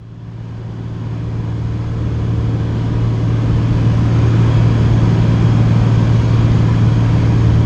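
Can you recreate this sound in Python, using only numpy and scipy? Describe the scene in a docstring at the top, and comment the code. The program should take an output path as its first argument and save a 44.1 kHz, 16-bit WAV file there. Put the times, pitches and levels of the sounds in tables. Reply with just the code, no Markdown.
"""The cabin of a light plane in level flight fades in over the first 4.4 seconds.
From the start a six-cylinder four-stroke engine hums, turning a two-blade propeller near 2280 rpm,
while the slipstream rumbles on the airframe and hisses at the door seals, pulsing a little.
The blade tone swells near 2 s. Between 4 and 5 s a pane briefly rings louder
and a vent begins to whistle louder in gusts. Near the end the blade tone swells again."""
import sys
import numpy as np
from scipy import signal
from scipy.fft import rfft, irfft, next_fast_len
from scipy.io import wavfile
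from scipy.ndimage import uniform_filter1d, map_coordinates

SR = 44100
rng = np.random.default_rng(int(sys.argv[2]) if len(sys.argv) > 2 else 0)


def waveform_to_disk(signal):
    """Save audio, clipped to [-1, 1], as 16-bit WAV at the path in sys.argv[1]."""
    frames = np.transpose(np.atleast_2d(signal))
    scaled = np.clip(frames, -1, 1) * 32767
    samples = np.round(scaled).astype(np.int16)
    wavfile.write(sys.argv[1], SR, samples)


N = 337365

# crankshaft speed: (time [s], speed [rpm])
CRANK_SPEED = [(0, 2275), (.9, 2281), (1.55, 2268), (2.1, 2275), (2.85, 2280), (3.55, 2275), (4.3, 2289),
               (5.08, 2267), (5.65, 2281), (6.4, 2277), (6.9, 2272), (7.65, 2273)]
# firing tone and neighbours: (cycle harmonic [1], level [dB], load response [dB/dB], waver [0-1])
FIRING_TONES = [(6, -13, 0, 0.05), (12, -35, -0.67, .25), (14, -36.5, 0.44, .2)]
# exhaust and engine mounts: (cycle harmonic [1], level [dB])
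ENGINE_OVERTONES = [(2, -33.5), (7, -33.5), (10, -35), (15, -33.5), (18, -42.5), (21, -47.5), (25, -47.5),
                    (26, -48.5), (27, -52), (28, -47.5), (29, -50), (31, -47), (32, -47), (35, -54.5),
                    (36, -50), (39, -49), (40, -54.5), (42, -54)]
# exhaust tone: (time [s], swell [dB])
EXHAUST_SWELL = [(0, 1.5), (2.2, -1.5), (3.4, -1.5), (4.4, -3.5), (5.2, 3), (5.9, 0), (6.7, -1.5),
                 (7.65, 0)]
# propeller load in uneven air: (time [s], blade tone swell [dB])
BLADE_LOAD = [(0, 1), (.5, -1.5), (1.1, -4.5), (1.6, 6.5), (2.15, 12), (3.1, 2), (3.9, 5), (4.9, -5.5),
              (5.6, -6), (6.05, -10), (6.8, -1.5), (7.35, 9), (7.65, 6.5)]
# tip rasp: (blade harmonic [1], early level [dB], late level [dB], load response [dB/dB])
BLADE_OVERTONES = [(2, -27, -24.7, -0.15), (4, -32.5, -34, 0.39), (5, -34, -40.5, -0.2),
                   (6, -39.5, -42.5, 0.39)]
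# airframe rumble: (frequency [Hz], relative density [dB])
RUMBLE_SPECTRUM = [(4, -46), (12, -25.5), (28, -16.5), (39, -1.3), (52, -1.2), (72, 1.5), (110, -2),
                   (185, -3), (270, -8.5), (360, -12.5), (450, -17), (700, -27), (1500, -44.5), (4000, -90)]
# airframe rumble: (time [s], swell [dB])
RUMBLE_SWELL = [(0, -0.3), (2.2, -1), (3.4, -1), (4.7, 0.9), (6.5, 0.3), (7.65, -1)]
# the rumble's band near 335 Hz, uneven, briefly louder near 4.2 and 5 s: (time [s], level [dB])
RUMBLE_BAND_LEVEL = [(0, -38), (.6, -34), (1.6, -37), (3.6, -40), (4.2, -32), (4.6, -35), (5.05, -27),
                     (5.6, -40), (7.65, -42)]
# slipstream hiss: (frequency [Hz], relative density [dB])
HISS_SPECTRUM = [(100, -14.5), (500, 2), (1200, -1), (2000, -8), (3000, -12.5), (4000, -15), (5400, -18.5),
                 (7200, -23.5), (8200, -32), (9800, -42), (11300, -40), (12000, -51), (13300, -57),
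                 (15000, -72)]
# slipstream hiss: (time [s], swell [dB])
HISS_SWELL = [(0, 0), (.5, 0.8), (1.2, -0.2), (1.8, -0.75), (3.1, -1.2), (4, 0), (4.6, 0.6), (5, 0),
              (6.3, .5), (7.65, -0.5)]
# windows and door gaps: (frequency [Hz], width [Hz], early lift [dB], late lift [dB])
GAP_RESONANCES = [(870, 110, -1, -3), (1007, 190, 4, 3), (1305, 40, 1, 3), (1377, 70, -2.5, -3),
                  (1600, 260, 3, 2.5), (2384, 330, 3, 4.5), (2920, 55, 6, 2.5), (3050, 120, 4, 6),
                  (3290, 150, 3.5, 1.5), (3440, 45, 8.5, 4), (3500, 35, -2.5, -3), (4070, 60, 3.5, 3),
                  (4720, 380, 2.5, 2.5), (5300, 250, 2, 2), (6470, 210, 6, 7)]
# window pane: (frequency [Hz], width [Hz], level [dB])
PANE_MODES = [(954, 16, -43), (1001, 30, -47.5), (1061, 25, -45.5)]
# ring of the pane: (time [s], swell [dB])
RING_SWELL = [(0, -0.5), (1.8, -2.5), (3.2, -1), (4.3, -1), (4.65, 4.5), (5, .5), (6.4, -0.5), (7.65, -0.5)]
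# vent whistle: (frequency [Hz], width [Hz], level [dB])
VENT_PITCHES = [(3272, 32, -54), (3330, 25, -59), (3585, 30, -62.5)]
# draught through the vent: (time [s], whistle swell [dB])
VENT_SWELL = [(0, 0), (3.8, -2), (4.2, 0), (4.45, 8), (4.85, 1.5), (5.35, 9.5), (6.1, 2), (6.5, 5.5),
              (7.1, 1), (7.65, 7)]

TIME = np.arange(N) / SR
SHIFT_S = (2.7, 4.9)  # the airflow changes: hiss and rasp pass from early to late colour


def engine(cycle, exhaust_db=-23, uneven=0.036):
    """Periodic firing, six times a cycle, makes the hum; unequal cylinders add other harmonics."""
    load_db = curve(BLADE_LOAD)
    hum = sum(amp(db + response * load_db) * tone(k * cycle, waver, rate=4)
              for k, db, response, waver in FIRING_TONES)
    overtones = sum(amp(db) * tone(k * cycle, waver=.25, rate=2.05) for k, db in ENGINE_OVERTONES)
    exhaust = amp(exhaust_db + curve(EXHAUST_SWELL)) * tone(9 * cycle, waver=.05, rate=4)
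    combustion = 1 + uneven * wobble(30)  # no two cycles burn alike
    return (hum + exhaust + overtones) * combustion


def propeller(blade, level_db=-30):
    """Blade loading radiates harmonics of the passage rate, varying with the airflow into the disc."""
    load_db = curve(BLADE_LOAD)
    passage = amp(level_db + load_db) * tone(blade, waver=.08, rate=2.7)
    rasp = 0
    for k, early_db, late_db, response in BLADE_OVERTONES:
        db = np.interp(TIME, SHIFT_S, [early_db, late_db]) + response * load_db
        rasp += amp(db) * tone(k * blade, waver=.17, rate=2.007)
    return passage + rasp


def airframe(blade, rumble_db=-18.5, band_hz=334.7):
    """Forced vibration: turbulent propeller wash shakes the skin, a little harder at each blade."""
    shake = amp(rumble_db + curve(RUMBLE_SWELL) + 0.28 * wobble(7.1))
    rumble = shake * noise(lambda hz: spectrum(RUMBLE_SPECTRUM, hz))
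    band = amp(curve(RUMBLE_BAND_LEVEL)) * narrowband(np.full(N, band_hz), width_hz=60)
    pulsing = 1 + 0.1 * np.cos(blade)
    return pulsing * (rumble + band)


def slipstream(blade, bank, level_db=-30.5):
    """Flow noise at the seals is amplitude-modulated by the blades and the nearer bank's exhaust."""
    early = gap_noise([(hz, width, db) for hz, width, db, _ in GAP_RESONANCES])
    late = gap_noise([(hz, width, db) for hz, width, _, db in GAP_RESONANCES])
    shift = np.interp(TIME, SHIFT_S, [0, np.pi / 2])  # equal-power crossfade
    hiss = eddies(np.cos(shift) * early + np.sin(shift) * late)
    pulsing = 1 + 0.015 * np.cos(blade) + 0.035 * np.cos(bank) + 0.022 * np.cos(2 * bank)
    return amp(level_db + curve(HISS_SWELL) + 0.15 * wobble(4.7)) * pulsing * hiss


def gap_noise(resonances):
    """Resonance in the gaps puts bell-shaped peaks and dips into the spectrum of the hiss."""
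    def colour(hz):
        lift_db = sum(db / (1 + (2 * (hz - centre) / width) ** 2) for centre, width, db in resonances)
        return spectrum(HISS_SPECTRUM, hz) + lift_db
    return noise(colour)


def eddies(hiss, depth_db=1.2):
    """Turbulence: passing eddies briefly lift and lower narrow patches of the spectrum."""
    spectra = signal.stft(hiss, nperseg=1024)[2]
    patches = uniform_filter1d(rng.standard_normal(spectra.shape), 3, axis=0)  # across frequency
    patches = uniform_filter1d(patches, 14, axis=1)  # across time
    spectra = spectra * amp(depth_db * unit(patches))
    return unit(signal.istft(spectra, nperseg=1024)[1][:N])


def window(wander_hz=4):
    """The slipstream excites a pane's normal modes, whose pitch strays as air pressure flexes it."""
    flex = wobble(3)
    ring = sum(amp(db) * narrowband(hz + wander_hz * flex, width) for hz, width, db in PANE_MODES)
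    return amp(curve(RING_SWELL)) * ring


def vent(wander_hz=8, flutter_db=1.5):
    """Flow through a narrow leak sustains a breathy, fluttering whistle that grows with the draught."""
    flutter = wobble(7)
    whistle = sum(amp(db) * narrowband(hz + wander_hz * flutter, width) for hz, width, db in VENT_PITCHES)
    return amp(curve(VENT_SWELL) + flutter_db * flutter) * whistle


def tone(phase, waver, rate):
    """Random modulation: unsteady air disturbs the amplitude and phase of a tone of rms 1."""
    phase = phase + 2 * np.pi * rng.random()
    return unit((1 + waver * wobble(rate)) * np.cos(phase) + waver * wobble(rate) * np.sin(phase))


def narrowband(centre_hz, width_hz):
    """Quadrature modulation moves low-pass noise up to a centre pitch: a breathy tone of rms 1."""
    band = lambda hz: -20 * np.log10(1 + (hz / width_hz) ** 2)
    phase = 2 * np.pi * np.cumsum(centre_hz) / SR
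    return unit(noise(band) * np.cos(phase) + noise(band) * np.sin(phase))


def noise(colour):
    """Spectral shaping: white noise weighted by colour(hz) in dB, scaled to rms 1."""
    size = next_fast_len(N + SR // 2)
    white = rfft(rng.standard_normal(N), size)
    gain = amp(colour(np.fft.rfftfreq(size, 1 / SR)))
    return unit(irfft(white * gain, size)[:N])


def wobble(rate):
    """Slow fluctuation: a spline through rate random knots a second."""
    coarse = np.arange(0, N + 64, 64)
    knots = rng.standard_normal(1024)
    spline = map_coordinates(knots, [coarse * rate / SR], mode="wrap")
    return np.interp(np.arange(N), coarse, spline)


def spectrum(points, hz):
    """Interpolation of levels on a logarithmic frequency axis."""
    frequencies, levels = np.transpose(points)
    return np.interp(np.log(hz + 1), np.log(frequencies + 1), levels)


def curve(points):
    """Linear interpolation of a time table at every sample."""
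    return np.interp(TIME, *np.transpose(points))


def amp(db):
    """Decibels to amplitude ratio."""
    return 10 ** (np.asarray(db) / 20)


def unit(x):
    """Normalisation to rms 1."""
    return x / np.sqrt(np.mean(x ** 2) + 1e-20)


def scene():
    """The sources superpose; engine, propeller and air pulses are phase-locked to the crankshaft."""
    cycle = np.pi * np.cumsum(curve(CRANK_SPEED) / 60) / SR  # phase [rad]; one cycle is two turns
    blade, bank = 4 * cycle, 3 * cycle  # four blade passages, three firings per cylinder bank
    cabin = engine(cycle) + propeller(blade) + airframe(blade) + slipstream(blade, bank)
    return (cabin + vent() + window())[None]


def record(dry, fade_s=4.42, fade_from_db=-23.5, cutoff_hz=15700):
    """A linear gain ramp fades the sound in; a steep low-pass filter limits its bandwidth."""
    fade = np.interp(TIME, [0, fade_s], [amp(fade_from_db), 1])
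    low_pass = signal.butter(16, cutoff_hz, fs=SR, output="sos")
    return signal.sosfilt(low_pass, dry * fade)


dry = scene()
out = record(dry)
waveform_to_disk(out)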